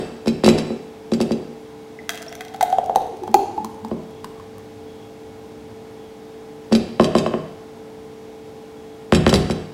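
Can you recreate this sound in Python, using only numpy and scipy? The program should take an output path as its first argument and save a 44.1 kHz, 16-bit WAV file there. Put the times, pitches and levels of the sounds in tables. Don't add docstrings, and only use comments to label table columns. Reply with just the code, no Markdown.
import sys
import numpy as np
from scipy import signal
from scipy.fft import rfft, irfft
from scipy.io import wavfile

SR = 44100
rng = np.random.default_rng(int(sys.argv[2]) if len(sys.argv) > 2 else 0)


def generate_wav(sig):
    pcm = np.round(np.clip(np.atleast_2d(sig).T, -1, 1) * 32767).astype(np.int16)
    wavfile.write(sys.argv[1], SR, pcm)


N = 429426
LEAD = SR // 5
SIZE = 32768
T, HZ = np.arange(SIZE) / SR, np.fft.rfftfreq(SIZE, 1 / SR)
EDGE_HZ = 15900

# pitch_hz [Hz], level_db [dB rms]
FRIDGE_LINES = [(147.1, -59), (196.2, -56.5), (217, -57.5), (237, -52), (294.3, -48.5), (344, -63),
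                (402, -57), (441.4, -41), (490.5, -61), (539.6, -61), (688, -60), (806, -56), (834, -61),
                (1031, -67), (2013, -78), (2209, -68.5), (3339, -70), (3730, -71.5)]
# frequency_hz [Hz], level_db [dB per Hz]
AIR_SPECTRUM = [(15, -71), (25, -28), (76, -7.5), (180, -7), (285, -7.5), (373, -9), (439, -6.5),
                (503, -8.5), (591, -11.5), (818, -12.5), (887, -13), (1160, -20), (5430, -30), (14800, -42),
                (16000, -41)]
AIR_DB = -44.5
# start_s [s], level_db [dB rms at full swell], length_s [s]
FAR_CHIRPS = [(4.01, -62, .25), (4.825, -59.5, 0.32), (5.947, -64, .2), (8.736, -64, 0.26)]

# frequency_hz [Hz], t60_s [s]
ROOM_DECAY = [(100, 0.56), (230, 0.39), (600, 0.7), (1500, 0.85), (4000, 0.75), (8000, 0.76), (15000, 0.23)]
# frequency_hz [Hz], level_db [dB re direct sound]
ROOM_LEVEL = [(80, 6.5), (250, -2), (450, 1.5), (800, -7.5), (2000, -3.5), (6000, -10), (15000, -9)]
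# delay_s [s], level_db [dB re direct sound]
NEAR_ECHOES = [(.0045, -26), (.0088, -15), (0.0173, -33)]

# start_s [s], contact [name], level_db [dB], hardness_hz [Hz, top corner],
# chatter_db [dB], flight_s [s until the jolted glass lands]
JUG_BLOWS = [(-0.06, "bump", -10, 1610, -19.5, .02), (0.258, "tilt", -21, 1000, -35, 0.0015),
             (0.271, "tilt", -6, 388, -21.5, 0.0087), (0.435, "bump", -5.5, 701.3, -17, 0.0095),
             (0.458, "bump", -1.5, 467, -15, 0.0039), (0.477, "bump", -0.5, 720, -13.5, 0.011),
             (0.579, "bump", -14.5, 694, -23.5, 0.0061), (0.702, "bump", -14, 463, -48, 0.0056),
             (1.118, "tilt", -5.5, 363, -24, .018), (1.202, "tilt", -9.5, 700, -22.5, .011),
             (1.307, "tilt", -9, 540, -29.5, .012), (3.912, "rim", -13, 408, -51, 0.0042),
             (6.711, "lower", -12.5, 302.2, -42, 0.0063), (6.721, "lower", -7.5, 765, -20.5, 0.0065),
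             (6.748, "lower", -14, 580, -18.5, 0.0033), (6.996, "rim", -3.5, 948, -22, .048),
             (7.150, "rim", -5.5, 831, -19.5, .034), (7.261, "rim", -13.5, 1230, -35, 0.0039),
             (7.337, "rim", -15.5, 1110, -52, 0.0079), (9.122, "stand", -6.5, 2680, -14, 0.026),
             (9.158, "stand", -8, 300, -28, 0.0053), (9.264, "stand", -7.5, 3200, -15.5, .029),
             (9.327, "stand", -8.5, 1420, -13, 0.013), (9.342, "stand", -10.5, 689.7, -19, 0.016),
             (9.395, "stand", -20, 450, -49, .005), (9.498, "stand", -14.5, 1210, -25, .011)]
CONTACT_KINDS = {"tilt": (280, 4, -12), "bump": (303, 4.2, -14), "lower": (240, 6.6, -18),
                 "rim": (227, -2, 15.6), "stand": (91, -2.5, 1)}
# pitch_hz [Hz], level_db [dB], t60_s [s]
TABLE_MODES = [(83.4, 4.5, 0.15), (105.4, -1, 0.3), (115, -2, 0.24), (149.8, 6.5, 0.32), (156.9, 6.5, 0.26),
               (193.2, 2, 0.3), (242.6, 1.5, 0.056), (276.8, 1, 0.3), (327, 2, 0.091), (355.3, 6.5, 0.16),
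               (389, -1.5, 0.15), (400, -5.5, 0.07), (489, 6.5, 0.14), (544.5, 0.5, 0.23), (610, -39, 0.29),
               (729, -4.5, 0.47)]
# pitch_hz [Hz], level_db [dB], t60_s [s]
JUG_BOOM = [(233.6, 10.5, 0.18)]
# pitch_hz [Hz], level_db [dB], t60_s [s]
JUG_MODES = [(624, 3, 0.036), (1014, -11, 0.32), (1049, -4, 0.088), (1110, -15, 0.29), (1390, -35, 0.066),
             (1710, -28, .1), (1700, -32, .1), (2680, 0, 0.057), (3020, 11, 0.028), (5000, 7, 0.054)]
# pitch_hz [Hz], level_db [dB], t60_s [s]
GLASS_MODES = [(2458, 4, 0.054), (2600, -10, 0.1), (2669, 4.5, 0.13), (3186, -1.5, 0.19), (3540, -8, .08),
               (3960, 7, 0.078), (3950, 0, 0.078), (4200, -35, 0.069), (4627, 14, 0.034),
               (4760, -17, 0.045), (5750, -21, 0.085), (5220, 4, 0.053), (6140, -7.5, 0.19),
               (6610, -6.5, 0.11), (7430, -1, 0.12), (7850, -2.5, 0.095), (8800, -16.5, 0.075),
               (9200, -20, 0.14), (9620, -53, .08), (10220, -4, 0.066), (10900, -8, 0.059),
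               (13100, -13, .07), (12930, -14, 0.12), (13190, -19, 0.057)]
# frequency_hz [Hz], level_db [dB]
CRACK_SPECTRUM = [(900, 3), (2000, 3.5), (3900, 6.5), (4300, -19), (4650, 6), (5400, 7), (6200, -5),
                  (7500, -2), (9500, -6.5), (13300, -25), (15000, -45)]
GRAZE_GAP_S, GRAZE_DB, BOUNCE_GAP_S, BOUNCE_LOSS_DB = .012, -8, .009, 10

# pitch_hz [Hz], level_db [dB], t60_s [s]
MUG_MODES = [(685, -14, 0.093), (1307, 14, 0.016), (1514, 12, 0.017), (2000, 5, 0.022), (2650, -30, 0.013),
             (3240, 2, 0.043), (6040, 0, 0.018)]
# start_s [s], snap_db [dB], snap_centre_hz [Hz], snap_length_s [s],
# gulp_db [dB peak], gulp_pitch_hz [Hz], swell_s [s]
AIR_POCKETS = [(2.093, -23.5, 3170, 0.0023, -31, 682, 0.0048),
               (2.408, -33.5, 2740, 0.003, -30.5, 732, 0.0042),
               (2.544, -43.5, 3130, .0043, -25, 766, .0028),
               (2.609, -27.5, 3840, 0.0055, -8.5, 818, 0.0022),
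               (2.627, -26, 5440, 0.0045, -6, 725.6, 0.0056),
               (2.727, -39.5, 3950, .0024, -6.5, 747, 0.0038),
               (2.7845, -39, 2830, 0.0023, -3.5, 722, 0.0022), (2.896, -50, 2500, .005, -6.5, 740, 0.0017),
               (2.9588, -20, 4970, 0.0015, -1, 780, 0.0016), (3.235, -44.5, 3830, .003, -23, 827, 0.0026),
               (3.278, -45.5, 3380, 0.0029, -17.5, 783, 0.001), (3.3424, -18, 5470, 0.0026, 1, 807, 0.0028),
               (3.578, -49, 2990, .002, -15.5, 858, 0.0042), (3.646, -32, 5700, 0.0024, -21, 997, 0.0016),
               (3.848, -43.5, 4870, .003, -20, 880, 0.0011),
               (4.244, -35.5, 3080, 0.0038, -22.5, 1000, 0.0012),
               (4.398, -51, 3000, 0.0022, -34, 1070, 0.0015), (4.582, -47, 8000, 0.0023, -41, 1120, 0.0016)]
# start_s [s], level_db [dB peak], pitch_hz [Hz]
SMALL_PIPS = [(1.989, -30, 2020), (2.282, -29, 5520), (2.325, -34.5, 3250)]
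POUR_START_S, BUBBLING_S, POUR_END_S = 2.1, 2.5, 6.15
EMPTY_NOTE_HZ, FILL_SHARE_PER_S, NOTE_SCATTER = 673, 0.168, .04
MUG_RING_DB, MUG_DAMPING_DB_PER_S = -30, 6
UNDERTONE_FROM_S, UNDERTONE_GROW_S, UNDERTONE_SWELL_S = 2.68, 0.66, 0.0035
UNDERTONE_HZ, UNDERTONE_SINK_OCTAVES_PER_S, UNDERTONE_DB = 658, 1.2, -11


def amp(db):
    return 10 ** (np.asarray(db) / 20)


def unit(x):
    return x / np.sqrt(np.mean(x ** 2) + 1e-20)


def read(points, hz):
    f, value = np.transpose(points)
    return np.interp(np.log(hz + 1), np.log(f + 1), value)


def add(mix, s, sound):
    part = mix[max(round(s * SR) + LEAD, 0):][:len(sound)]
    part += sound[:len(part)]


def noise(gain_at):
    length = 2 ** 19
    white = rfft(rng.standard_normal(length))
    return unit(irfft(white * gain_at(np.fft.rfftfreq(length, 1 / SR)))[:N])


def drift(rate):
    knots = np.arange(int(N / SR * 2 * rate) + 2) / (2 * rate)
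    return np.interp(np.arange(N) / SR, knots, rng.standard_normal(len(knots)))


def ringing(modes):
    return rfft(sum(amp(db - 60 * T / t60) * np.cos(2 * np.pi * hz * T) for hz, db, t60 in modes))


def background(waver_hz=0.66, flutter_db=1.0):
    hum = np.zeros(N)
    for hz, db in FRIDGE_LINES:
        turns = np.cumsum(hz + waver_hz * drift(3)) / SR
        level = amp(db + flutter_db * drift(6))
        hum += level * np.sqrt(2) * np.sin(2 * np.pi * turns)
    return hum + amp(AIR_DB) * noise(lambda hz: amp(read(AIR_SPECTRUM, hz)))


def chirps(centre_hz=3340, width_hz=70):
    level = np.zeros(N + LEAD)
    for s, db, length_s in FAR_CHIRPS:
        add(level, s, amp(db) * signal.windows.tukey(int(length_s * SR), .5))
    return level[LEAD:] * noise(lambda hz: 1 / (1 + ((hz - centre_hz) / width_hz) ** 2))


def kitchen(x, build_s=0.003):
    hz, t, z = signal.stft(rng.standard_normal(SIZE), SR, nperseg=256)
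    t60 = read(ROOM_DECAY, hz)[:, None]
    decay = amp(read(ROOM_LEVEL, hz)[:, None] - 60 * t / t60)
    even_energy = np.sqrt(2 * np.log(1000) / (t60 * SR))
    tail = signal.istft(z * decay * even_energy, SR, nperseg=256)[1][:SIZE]
    response = tail * (1 - np.exp(-(T / build_s) ** 2))
    response[0] += 1
    for s, db in NEAR_ECHOES:
        response[round(s * SR)] += amp(db)
    return signal.oaconvolve(x, response)[LEAD:LEAD + N]


def knocks(level_db=32, table_db=-49, boom_db=-47, jug_db=-47, scatter_db=-2, scatter_t60=0.12,
           spread=0.1069, dull_hz=4800):
    out = np.zeros(N + LEAD)
    table = amp(table_db) * ringing(TABLE_MODES)
    boom = amp(boom_db) * ringing(JUG_BOOM)
    jug = amp(jug_db) * ringing(JUG_MODES)
    bending = np.exp(-4j * np.pi * spread * (np.sqrt(HZ) - HZ / (2 * np.sqrt(SR / 2))))
    wood = (1 + 1j * HZ / 2500) / (1 + 1j * HZ / 900) / (1 + (HZ / dull_hz) ** 4)
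    for s, contact, db, top_hz, _, _ in JUG_BLOWS:
        bottom_hz, boom_ring_db, jug_ring_db = CONTACT_KINDS[contact]
        build = 1 - np.exp(-T / 0.00057)
        scatter = rfft(rng.standard_normal(SIZE) * amp(-60 * T / scatter_t60) * build)
        scatter = amp(scatter_db) * scatter / np.linalg.norm(scatter)
        low = 1j * HZ / bottom_hz
        thin = low ** 2 / (1 + np.sqrt(2) * low + low ** 2)
        force = thin / (1 + 1j * HZ / top_hz) ** 2
        body = 1 + scatter + table + amp(boom_ring_db) * boom + amp(jug_ring_db) * jug
        add(out, s, amp(level_db + db) * irfft(force * wood * bending * body))
    return out


def glass_contacts(count=2):
    for s, _, _, _, db, flight_s in JUG_BLOWS:
        slip = rng.uniform(-.25, .25, 16)
        grazes = np.arange(0, flight_s - GRAZE_GAP_S / 2, GRAZE_GAP_S)[:len(slip)]
        for k, lag in enumerate(grazes):
            yield s + lag + GRAZE_GAP_S * abs(slip[k]), db + GRAZE_DB
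        yield s + flight_s, db
        for k in range(1, count + 1):
            yield s + flight_s + BOUNCE_GAP_S * (k + slip[-k]), db - BOUNCE_LOSS_DB * k


def chatter(ring_db=-14, crack_db=2, crack_t60=0.016, rebound_db=-7, rebound_s=.003, wander=0.0023):
    out, t = np.zeros(N + LEAD), T[:SIZE // 4]
    hz, mode_db, t60 = np.transpose(GLASS_MODES)[:, :, None]
    decays = amp(mode_db - 60 * t / t60)
    colour = amp(read(CRACK_SPECTRUM, np.fft.rfftfreq(len(t), 1 / SR)))
    for s, db in glass_contacts():
        weight, phase, load = rng.random((3, len(GLASS_MODES), 1))
        turns = hz * (1 + wander * (2 * load - 1)) * t + phase
        ring = ((0.18 + 0.78 * weight) * decays * np.cos(2 * np.pi * turns)).sum(0)
        rebound = (rebound_s * (.5 + rng.random()), rebound_db, 0)
        for delay, drop_db, ring_share in ((0, 0, 1), rebound):
            crack = unit(irfft(rfft(rng.standard_normal(len(t))) * colour)) * amp(-60 * t / crack_t60)
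            contact = ring_share * amp(ring_db) * ring + amp(crack_db) * crack
            add(out, s + delay, amp(db + drop_db) * contact)
    return out


def stream(centre_hz=100, width_hz=9, level_db=-51, attack_s=1.0, release_s=0.29):
    t = np.arange(N) / SR
    level = np.clip(np.minimum((t - POUR_START_S) / attack_s, (POUR_END_S - t) / release_s), 0, 1)
    return amp(level_db) * level * noise(lambda hz: 1 / (1 + ((hz - centre_hz) / width_hz) ** 2))


def gulp(hz, swell, steepness=0.78, bend=0.0041):
    u = T[:SIZE // 8] / swell
    turns = np.cumsum(hz * (1 + bend * np.tanh(u - 1))) / SR
    return (u * np.exp(1 - u)) ** steepness * np.sin(2 * np.pi * turns)


def undertone_hz(s):
    return UNDERTONE_HZ / 2 ** (UNDERTONE_SINK_OCTAVES_PER_S * (s - UNDERTONE_FROM_S))


def simmer(level_db=-31, fade_db=20, swell_s=0.0045, count=60):
    out = np.zeros(N + LEAD)
    for k, (when, loud, tune) in enumerate(rng.random((count, 3))):
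        age = BUBBLING_S * (k + when) / count
        mug_note_hz = EMPTY_NOTE_HZ / (1 - FILL_SHARE_PER_S * age)
        hz = mug_note_hz * (1 + NOTE_SCATTER * (2 * tune - 1))
        level = loud * amp(level_db - fade_db * (age / BUBBLING_S) ** 2)
        add(out, POUR_START_S + age, level * gulp(hz, swell_s))
    return out


def glugs(level_db=-24, range_db=8, fade_db_per_s=9, start_s=2.95, length_s=1.05, depth_octaves=0.78,
          swell_s=0.0066, count=14):
    out = np.zeros(N + LEAD)
    for k, (when, weak, deep) in enumerate(rng.random((count, 3))):
        age = length_s * (k + when) / count
        hz = undertone_hz(start_s + age) / 2 ** (depth_octaves * deep ** 2)
        level = amp(level_db - range_db * weak - fade_db_per_s * age)
        add(out, start_s + age, level * gulp(hz, swell_s))
    return out


def pips(swell_s=.0012):
    out = np.zeros(N + LEAD)
    for s, db, hz in SMALL_PIPS:
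        add(out, s, amp(db) * gulp(hz, swell_s))
    return out


def tear(centre_hz, length_s, sharpness=1.01, spatter_db=-30, spatter_s=0.0056):
    t = T[:SIZE // 16]
    hz = np.fft.rfftfreq(len(t), 1 / SR) + 1
    colour = 1 / np.hypot(1, sharpness * (hz / centre_hz - centre_hz / hz))
    fizz = unit(irfft(rfft(rng.standard_normal(len(t))) * colour))
    return fizz * (np.exp(-(t / length_s) ** 2) + amp(spatter_db) * np.exp(-t / spatter_s))


def snaps(level_db=2, tick_db=-33, tick_hz=4600, tick_s=0.0022, range_db=10, fade_db_per_s=8,
          crowding=2.3, count=44):
    out = np.zeros(N + LEAD)
    for s, db, centre_hz, length_s, *_ in AIR_POCKETS:
        add(out, s, amp(level_db + db) * tear(centre_hz, length_s))
    for k, (when, weak, octaves) in enumerate(rng.random((count, 3))):
        age = BUBBLING_S * ((k + when) / count) ** crowding
        level = amp(tick_db - range_db * weak - fade_db_per_s * age)
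        add(out, POUR_START_S + age, level * tear(tick_hz * 2 ** (octaves - .5), tick_s))
    age = np.maximum(np.arange(-LEAD, N) / SR - POUR_START_S, 0)
    mug_drive = out * amp(MUG_RING_DB - MUG_DAMPING_DB_PER_S * age)
    return out + signal.oaconvolve(mug_drive, irfft(ringing(MUG_MODES)))[:len(out)]


def gulps():
    out = np.zeros(N + LEAD)
    for s, *_, db, hz, swell in AIR_POCKETS:
        depth = np.clip((s - UNDERTONE_FROM_S) / UNDERTONE_GROW_S, 0, 1)
        undertone = depth * amp(UNDERTONE_DB) * gulp(undertone_hz(s), UNDERTONE_SWELL_S)
        add(out, s, amp(db) * (gulp(hz, swell) + undertone))
    return out


def scene():
    liquid = simmer() + glugs() + pips() + snaps() + gulps()
    in_room = kitchen(knocks() + chatter() + liquid)
    return (background() + chirps() + stream() + in_room)[None]


def record(dry):
    held = dry / (1 + dry ** 8) ** (1 / 8)
    band_limit = signal.firwin(511, EDGE_HZ, window=("kaiser", 9), fs=SR)
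    return signal.oaconvolve(held, band_limit[None], "same")


dry = scene()
out = record(dry)
generate_wav(out)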